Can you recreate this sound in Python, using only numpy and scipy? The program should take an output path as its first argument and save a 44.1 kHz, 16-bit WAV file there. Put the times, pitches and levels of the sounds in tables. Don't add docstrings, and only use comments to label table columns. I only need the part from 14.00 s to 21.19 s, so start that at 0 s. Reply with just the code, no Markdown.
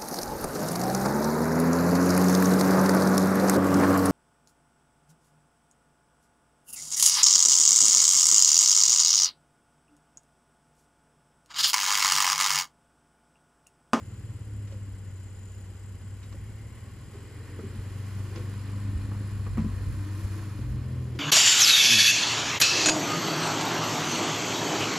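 import sys
import numpy as np
from scipy import signal
from scipy.fft import rfft, irfft
from scipy.io import wavfile
from scipy.ndimage import uniform_filter1d, map_coordinates

SR = 44100
rng = np.random.default_rng(int(sys.argv[2]) if len(sys.argv) > 2 else 0)


def store_pcm(level_fs):
    pcm = np.round(np.clip(level_fs, -1, 1) * 32767).astype(np.int16)
    wavfile.write(sys.argv[1], SR, np.atleast_2d(pcm).T)


N = 317070
TIME = np.arange(N) / SR
FREQS_HZ = np.fft.rfftfreq(N, 1 / SR)

# time_s, firings_per_s
ENGINE_SPEED = [(0, 36.4), (.3, 35.7), (.8, 33.3), (1.17, 31.6), (1.6, 32.05), (2.17, 32.3), (2.6, 35.2),
                (3, 39.9), (3.4, 45.2), (3.7, 47.4), (4.1, 49), (4.5, 49.15), (4.95, 50.5), (5.25, 50.6),
                (5.65, 48.2), (6.25, 49), (6.75, 49.9), (7.19, 49.3)]


def gain_of(db):
    return 10 ** (np.asarray(db) / 20)


def normalised(x):
    return x / np.sqrt(np.mean(x ** 2) + 1e-20)


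def at_pitch(table, hz):
    pitches, values = np.transpose(table)
    return np.interp(np.log(hz + 1), np.log(pitches + 1), values)


def over_time(table):
    return np.interp(TIME, *np.transpose(table))


def wander(rate_hz):
    return normalised(irfft(rfft(rng.standard_normal(N)) * np.exp(-(FREQS_HZ / rate_hz) ** 2), N))


def swell(time_s, half_s):
    return np.exp(-((TIME - time_s) / half_s) ** 2)


def fuzzy_tone(hz, width_hz):
    angle = 2 * np.pi * np.cumsum(hz * np.ones(N)) / SR
    return wander(width_hz) * np.cos(angle) + wander(width_hz) * np.sin(angle)


def shaped_noise(spectrum, source=None, peaks=()):
    # pitch_hz, likeness
    stereo_likeness = [(30, 0.75), (100, 0.94), (300, .97), (600, 0.85), (1300, 0.92), (3000, 0.76),
                       (6000, 0.35), (7500, .96), (8500, .96), (10000, 0.76), (12000, .98), (15500, 0.3)]
    first, second = rfft(rng.standard_normal((2, N)) if source is None else source)
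    likeness = at_pitch(stereo_likeness, FREQS_HZ)
    mid, side = first * np.sqrt(1 + likeness), second * np.sqrt(1 - likeness)
    lift = 1 + sum((gain_of(db) - 1) / (1 + (2 * (FREQS_HZ - hz) / width) ** 2) for hz, width, db in peaks)
    shape = lift * gain_of(at_pitch(spectrum, FREQS_HZ))
    return normalised(irfft(np.array([mid + side, mid - side]) * shape, N))


def nearness_db(reference_m=7.5):
    # time_s, distance_m
    distance = [(0, 19.1), (2.1, 17.9), (3, 15.7), (3.7, 11.8), (4.5, 8.2), (5.4, 9), (6.3, 6.8)]
    return 20 * np.log10(reference_m / over_time(distance))


def crossfade(start_s=6.365, fade_out_s=0.81, fade_in_s=0.55):
    since = TIME - start_s
    return np.clip(1 - since / fade_out_s, 0, 1), np.clip(since / fade_in_s, 0, 1)


def near_then_far(near_db, far_db):
    fade_out, fade_in = crossfade()
    return np.hypot(fade_out * gain_of(near_db), fade_in * gain_of(far_db))


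def air(level_db=-81):
    # pitch_hz, level_db
    spectrum = [(6000, -2), (9500, 4), (11500, -17), (14500, -14), (16000, -8)]
    return gain_of(level_db) * shaped_noise(spectrum)


def insects(chorus_db=-64, strokes_per_s=47, top_hz=7350, fall_hz=550):
    # pitch_hz, level_db
    cricket_spectrum = [(5500, -48), (6500, -13), (7000, -1), (7500, 5.5), (7850, 2), (8300, -10.5),
                        (9200, -66)]
    # start_s, end_s, level_db
    buzzes = [(-.05, 0.203, -66.5), (1.046, 1.35, -67.5), (1.332, 1.638, -63)]
    chorus = shaped_noise(cricket_spectrum) * near_then_far(chorus_db, far_db=-69)
    chorus *= gain_of(1.4 * wander(82))
    stroke = TIME * strokes_per_s % 1
    pitch_hz = top_hz - fall_hz * stroke + 110 * wander(660)
    tone = np.sin(2 * np.pi * np.cumsum(pitch_hz) / SR)
    level = sum(gain_of(db) * np.clip(np.minimum(TIME - start, end - TIME) / 0.024, 0, 1)
                for start, end, db in buzzes)
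    katydid = level * normalised(tone * np.sin(np.pi * stroke) ** 4)
    return chorus * gain_of([[3], [-3.5]]) + katydid * gain_of([[1], [-1]])


def tree_echo(sound, fall_db_per_s=60, delay_s=0.0011):
    t = np.arange(SR // 2) / SR
    tail = rng.standard_normal((2, len(t))) * gain_of(-fall_db_per_s * t) * (t > delay_s)
    return signal.fftconvolve(sound, tail / np.linalg.norm(tail[0]), axes=1)[:, :N]


def gravel_and_whistle():
    # start_s, end_s, pitch_hz, width_hz, level_db
    spells = [(2.146, 2.952, 2047, 290, -66), (2.553, 3.25, 1093, 70, -66), (3.1, 3.949, 1838, 330, -63.5)]
    out = np.zeros(N)
    for start, end, hz, width_hz, db in spells:
        progress = np.clip((TIME - start) / (end - start), 0, 1)
        out += gain_of(db) * np.sin(np.pi * progress) * fuzzy_tone(hz, width_hz)
    return out


def low_groans():
    # start_s, end_s, first_hz, last_hz, width_hz, level_db
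    groans = [(0, 1.073, 306.4, 281, 13, -57.5), (3, 4.198, 429.2, 400.6, 89, -57),
              (3.098, 3.998, 304.7, 297.6, 24, -57), (4.154, 4.615, 360, 328.5, 100, -51),
              (4.397, 5.44, 280, 288, 28, -50.5), (5.71, 6.339, 281, 321.2, 17, -47.5),
              (6.063, 6.642, 323, 317, 14, -47.5), (6.268, 6.912, 292, 302.4, 6, -51.5)]
    out = np.zeros(N)
    for start, end, first_hz, last_hz, width_hz, db in groans:
        progress = np.clip((TIME - start) / (end - start), 0, 1)
        pitch_hz = first_hz + (last_hz - first_hz) * progress
        out += gain_of(db) * np.sin(np.pi * progress) * fuzzy_tone(pitch_hz, width_hz)
    return out


def sand(grains_per_s, spread_db):
    sizes = gain_of(spread_db * np.minimum(rng.exponential(1, (2, N)), 4))
    signs = rng.choice([-1, 1], (2, N))
    return normalised(sizes * signs * (rng.random((2, N)) < grains_per_s / SR))


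def tyre_grit(hiss_db=-63.5, crunch_db=-62):
    # pitch_hz, level_db
    hiss_spectrum = [(1500, 3), (3500, 3.5), (6500, 10.5), (8500, 7), (10200, 7), (11200, 5), (12600, 1),
                     (14200, 4), (16000, -14)]
    # pitch_hz, level_db
    crunch_spectrum = [(300, -7), (600, -4), (1100, -2), (1500, 6.5), (1950, 5), (2400, -4), (3500, -9),
                       (6000, -12), (12000, -46)]
    # time_s, half_length_s, extra_hiss_db, extra_crunch_db
    scuffs = [(2.4, 0.2, 2, -0.5), (3.45, 1, 0.5, 2), (4.117, 0.39, 4, 0), (6.297, 0.4, 5, 0.5)]
    hiss_db += 0.73 * nearness_db()
    crunch_db += nearness_db()
    for time_s, half_s, extra_hiss_db, extra_crunch_db in scuffs:
        hiss_db += extra_hiss_db * swell(time_s, half_s)
        crunch_db += extra_crunch_db * swell(time_s, half_s)
    spray = rng.standard_normal((2, N)) + 0.41 * sand(grains_per_s=2900, spread_db=6)
    hiss = shaped_noise(hiss_spectrum, spray) * near_then_far(hiss_db, far_db=-66.5)
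    grains = sand(grains_per_s=900, spread_db=1.5)
    crunch = shaped_noise(crunch_spectrum, grains) * near_then_far(crunch_db, far_db=-74)
    return hiss * gain_of(wander(40)) + crunch * gain_of(2.2 * wander(40))


def frame_rumble(level_db=-47):
    # pitch_hz, level_db
    spectrum = [(15, -35), (35, -31), (70, 6), (130, 4), (180, 3.5), (240, 1.5), (300, -3), (370, -3),
                (520, -7), (650, -14.5), (1000, -29.5), (2500, -64)]
    near_db = level_db + 0.43 * nearness_db() + 10 * np.log10(over_time(ENGINE_SPEED) / 50)
    return shaped_noise(spectrum) * near_then_far(near_db, far_db=-44.5) * gain_of(0.54 * wander(21))


def rut_thumps(steady_db=-50):
    # time_s, thump_db, pitch_hz, half_length_s, rumble_db
    drops = [(0.936, -39, 57.5, 0.019, -60), (1.977, -39, 60, 0.04, -45), (2.409, -36, 56, .03, -44),
             (2.62, -43, 50, .025, -60), (3.792, -35, 55, .019, -48), (4.155, -41, 55, 0.038, -53),
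             (4.967, -21.5, 78, .012, -48), (5.018, -41, 62, .017, -39), (5.397, -31, 58, 0.028, -39),
             (5.59, -33, 81.5, .0094, -33.5), (5.719, -33, 64.4, 0.029, -41), (5.886, -28, 52, .032, -34),
             (6.251, -23, 74, 0.0098, -44), (6.704, -33, 61.4, 0.022, -36.5)]
    # pitch_hz, level_db
    rumble_spectrum = [(10, -45), (24, -26), (32, 0), (42, 0), (52, 12), (75, 9), (100, 6.5), (150, -1.5),
                       (400, -65)]
    thumps = np.zeros(N)
    power = near_then_far(steady_db + 0.035 * nearness_db(), far_db=-47) ** 2
    for time_s, thump_db, hz, half_s, rumble_db in drops:
        thumps += gain_of(thump_db) * swell(time_s, half_s) * np.cos(2 * np.pi * hz * (TIME - time_s))
        power += (gain_of(rumble_db) * swell(time_s, half_s=0.14)) ** 2
    rumble = shaped_noise(rumble_spectrum)
    rumble /= np.sqrt(uniform_filter1d((rumble ** 2).mean(0), SR // 20) + 1e-9)
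    return thumps + rumble * np.sqrt(power)


def belt_whirr(level_db=-56.5, turn_s=4.14, fade_db_per_s=9):
    # pitch_hz, width_hz, level_db
    resonances = [(811, 38, 9.5), (960, 125, 4), (1457, 115, 6.5), (1750, 87, -20), (2010, 240, 6),
                  (2930, 440, 2.5), (3295, 32, 4), (3960, 98, -3), (4850, 140, 1)]
    power = sum(gain_of(db) ** 2 / (1 + ((FREQS_HZ - hz) / width) ** 2) ** 2 for hz, width, db in resonances)
    spectrum = np.column_stack([FREQS_HZ, 10 * np.log10(power)])
    near_db = level_db + nearness_db() - fade_db_per_s * np.maximum(TIME - turn_s, 0)
    return shaped_noise(spectrum) * near_then_far(near_db, far_db=-62)


def fan_roar(level_db=-53):
    # pitch_hz, level_db
    spectrum = [(300, -8), (720, -6.5), (900, -3.5), (1080, 2), (1220, -2.5), (1500, -1), (1900, -4.5),
                (2400, -7), (3000, -10), (3600, -11.5), (4250, -11.5), (5100, -14), (5700, -26.5),
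                (9000, -53)]
    # pitch_hz, width_hz, boost_db
    whistles = [(1046, 310, 4), (1294, 37, 2.5), (1824, 33, 8.5), (2033, 7.2, 12), (2444, 73, 7),
                (4260, 200, 6), (5200, 52, 10.5), (5750, 89, 17), (7200, 55, 8)]
    near_db = level_db + nearness_db() + 25 * np.log10(over_time(ENGINE_SPEED) / 50)
    roar = shaped_noise(spectrum, peaks=whistles) * near_then_far(near_db, far_db=-58)
    return roar * gain_of(0.7 * wander(28)) * gain_of([[-.3], [.3]])


def injector_ticks(level_db=-63.5, rise_s=0.003, decay_s=0.01):
    # pitch_hz, level_db
    spectrum = [(2000, -27), (3000, -2), (3600, -26), (4200, -4.5), (4500, -32), (5000, 0.5), (5500, -24.5),
                (8500, -10), (9500, -3.5), (10300, -5), (11200, -17), (16000, -17)]
    firing_hz = over_time(ENGINE_SPEED)
    since_firing = (np.cumsum(firing_hz) / SR % 1) / firing_hz
    strength = gain_of(1.3 * wander(30))
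    ticks = strength * (1 - np.exp(-since_firing / rise_s)) * np.exp(-since_firing / decay_s)
    level = near_then_far(level_db + 0.56 * nearness_db(), far_db=-70.5)
    return shaped_noise(spectrum) * normalised(ticks) * level


def body_knocks(boom_rise_s=0.0042, rise_s=0.0015, crack_fade_s=0.082):
    # time_s, boom_db, panel_db, panel_hz, rattle_db, crack_db, scrape_db, fade_s
    jolts = [(.672, -70, -60, 500, -65, -70, -53.5, .11), (.712, -62, -45, 472, -49, -66, -59, 0.086),
             (0.722, -57, -36.5, 547, -60, -58, -54, 0.083), (.742, -66, -44.5, 504, -58, -66, -72, 0.14),
             (2.029, -42, -59, 400, -62, -73, -75, .16), (2.228, -68, -52, 3800, -66, -64, -53, 0.14),
             (2.325, -58, -44, 1144, -54, -53, -48, 0.051), (2.344, -60, -38, 550, -41, -64, -69, 0.046),
             (3.134, -60, -41.5, 408, -50, -57, -62, 0.29),
             (3.589, -34.5, -31, 449, -39, -41.5, -65, 0.098), (3.63, -32, -34, 388, -49, -52, -62, 0.16),
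             (3.748, -32, -45, 302, -56, -52, -55, 0.12), (4.357, -42, -34, 333, -47, -44, -42, .1),
             (4.371, -56, -38, 503, -45, -52, -64, 0.22), (4.393, -50, -41, 488, -55, -48, -75, 0.16),
             (5.113, -34.5, -45, 850, -54, -43, -63, .13), (5.141, -56, -48, 950, -55, -46, -69, .094),
             (5.463, -36, -39, 1140, -50, -37.5, -52, .059), (5.572, -22, -34, 318, -47, -33.5, -55, .076),
             (5.58, -13, -31, 250, -45, -39, -55, 0.15), (5.597, -29, -32, 244, -49, -46, -59, 0.23),
             (5.645, -19.5, -33, 257, -46, -58, -63, 0.34), (6.586, -32, -40, 390, -39, -54, -54, 0.087),
             (7.15, -53, -33.5, 338, -42.5, -65, -54, 0.17)]
    # pitch_hz, level_db, fade_s
    body_notes = [(164, -9.5, 0.24), (216.4, -1, 0.14), (279, -13.5, 0.065), (1000, -33, 0.2),
                  (1320, -36, 0.15), (1850, -51, .15)]
    # pitch_hz, level_db
    rattle_spectrum = [(20, -25), (150, 0), (330, 15), (520, 0.5), (700, -10), (1000, -22), (1500, -34),
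                       (2500, -47), (5000, -39)]
    # pitch_hz, level_db
    scrape_spectrum = [(400, 2.5), (1200, 3), (2200, 4.5), (4000, -1), (6200, -1.5), (10000, -27),
                       (16000, -45)]
    # pitch_hz, level_db
    crack_spectrum = [(300, 4.5), (650, -1.5), (900, -7), (1100, 3), (1350, -4), (1600, -6.5),
                      (2200, -12.5), (3200, -25), (5000, -33)]
    boom, rattle, scrape, panel, crack = np.zeros((5, N))
    t = np.arange(SR // 2) / SR
    ring = sum(gain_of(db - 60 * t / fade_s) * np.sin(2 * np.pi * hz * t) for hz, db, fade_s in body_notes)
    ring *= 1 - np.exp(-t / boom_rise_s)
    onset = 1 - np.exp(-t / rise_s)
    for time_s, boom_db, panel_db, panel_hz, rattle_db, crack_db, scrape_db, fade_s in jolts:
        dying = onset * gain_of(-60 * t / fade_s)
        add(boom, time_s, gain_of(boom_db) * ring)
        add(crack, time_s, onset * gain_of(crack_db - 60 * t / crack_fade_s))
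        add(panel, time_s, gain_of(panel_db) * dying * np.sin(2 * np.pi * panel_hz * t))
        add(rattle, time_s, gain_of(rattle_db) * dying)
        add(scrape, time_s, gain_of(scrape_db) * dying)
    panel *= 0.63 + 0.14 * wander(55)
    return (boom + panel + rattle * shaped_noise(rattle_spectrum)
            + scrape * shaped_noise(scrape_spectrum) + crack * shaped_noise(crack_spectrum))


def add(mix, time_s, sound):
    part = mix[round(time_s * SR):][:len(sound)]
    part += sound[:len(part)]


def pipe_hum(firing_hz, first_multiple, levels_db, pipe):
    firings = 1 + np.cumsum(firing_hz) / SR + .004 * wander(14)
    multiples = first_multiple + np.arange(len(levels_db))[:, None]
    hz = multiples * firing_hz
    idling = 1 - firing_hz / firing_hz.max()
    dulling_db = 10 * idling * np.log2(np.maximum(hz / 115, 1))
    gains = gain_of(np.array(levels_db)[:, None] + at_pitch(pipe, hz) - dulling_db)
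    hum = (gains * np.cos(2 * np.pi * multiples * firings)).sum(0)
    return hum / np.sqrt((gains ** 2).sum(0) / 2)


def exhaust(flutter_db=1.0):
    hum_tones = [0, 0, -1.5, -13.5, -11.5, -18, -19, -25, -27.5]
    throb_tones = [-12, -0.5, 5, -26, -13, -27]
    # pitch_hz, level_db
    near_pipe = [(30, -18), (50, -11.5), (68, -8), (82, -2), (99, 6), (110, 3), (124, -3), (148, -34),
                 (175, -21.5), (200, 6.5), (225, -10), (250, -11), (300, -0.5), (400, -26), (700, -40)]
    # time_s, level_db
    throttle = [(0, -36.5), (.2, -34.5), (.6, -27.5), (.87, -31), (1.7, -34), (2.57, -34), (2.8, -41),
                (3, -42), (3.25, -40), (4, -32), (4.6, -34.5), (4.85, -30), (5.08, -31.5), (6, -32.5),
                (6.3, -35.5)]
    # time_s, level_db
    unevenness = [(0, -47), (.3, -43), (.7, -52.5), (1.2, -51.5), (1.7, -57), (2.7, -49.5), (3.2, -47.5),
                  (4.2, -43.5), (6.3, -48.5)]
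    # pitch_hz, level_db
    far_pipe = [(40, -24), (55, -12), (82, 2), (124, 10), (167, -7), (208, 3), (250, 4.5), (300, 3.5),
                (340, 8), (420, -9), (700, -30)]
    # time_s, firings_per_s
    far_speed = [(6.4, 40.3), (6.66, 40.9), (6.8, 41.7), (6.92, 42.2), (7.02, 41.6), (7.11, 40.5),
                 (7.19, 39.8)]
    # time_s, level_db
    far_throttle = [(6.55, -32.5), (6.64, -27.5), (6.74, -29), (6.92, -31.5), (7.08, -33), (7.19, -35)]
    firing_hz = over_time(ENGINE_SPEED)
    hum = pipe_hum(firing_hz, 1, hum_tones, near_pipe) * gain_of(over_time(throttle) + nearness_db())
    throb = pipe_hum(firing_hz, 1.5, throb_tones, near_pipe) * gain_of(over_time(unevenness))
    far = pipe_hum(over_time(far_speed), 1, hum_tones, far_pipe) * gain_of(over_time(far_throttle))
    fade_out, fade_in = crossfade()
    engines = fade_out * (hum + throb) + fade_in * far
    return engines * gain_of(flutter_db * wander(19)) * gain_of([[.35], [-.35]])


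def left_to_right(sound):
    # time_s, delay_s
    right_delay = [(0, 45e-6), (1.5, 38e-6), (3, 22e-6), (4.8, -10e-6), (6.3, -25e-6), (6.9, 0)]
    right = map_coordinates(sound[1], [(TIME - over_time(right_delay)) * SR], mode="nearest")
    return np.array([sound[0], right])


def scene():
    truck = exhaust() + body_knocks()
    machinery = belt_whirr() + fan_roar()
    driving = low_groans() + gravel_and_whistle() + frame_rumble() + rut_thumps()
    direct = left_to_right(truck + machinery + driving)
    echo = gain_of(-26) * tree_echo(truck)
    return direct + echo + injector_ticks() + tyre_grit() + insects() + air()


def record(dry):
    # pitch_hz, lead_radians
    left_lead = [(100, 0), (500, 0), (620, .2), (740, -.35), (1500, -.38), (2300, -.15), (3000, .2),
                 (3600, .85), (4150, .4), (4650, 1), (5050, .2), (5450, .9), (6100, .1), (7400, 1.8),
                 (8500, 3.1), (9200, 1.5), (10000, .8), (10400, 0), (13400, 0), (15000, -1.6)]
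    # pitch_hz, level_db
    left_boost = [(100, .2), (200, .6), (550, 0), (680, 3.3), (930, 0), (1900, -.3), (3400, -3.5),
                  (3850, -1.5), (4300, -3), (4850, 1.5), (5250, -1), (5900, 2), (7000, 0)]
    sides = np.array([[.5], [-.5]])
    phase_shift = np.exp(1j * sides * at_pitch(left_lead, FREQS_HZ))
    balance = gain_of(sides * at_pitch(left_boost, FREQS_HZ))
    stereo = irfft(rfft(dry) * phase_shift * balance, N)
    treble_cut = signal.firwin(511, cutoff=15400, window=("kaiser", 9), fs=SR)
    return signal.oaconvolve(stereo, treble_cut[None], "same")


dry = scene()
out = record(dry)
store_pcm(out)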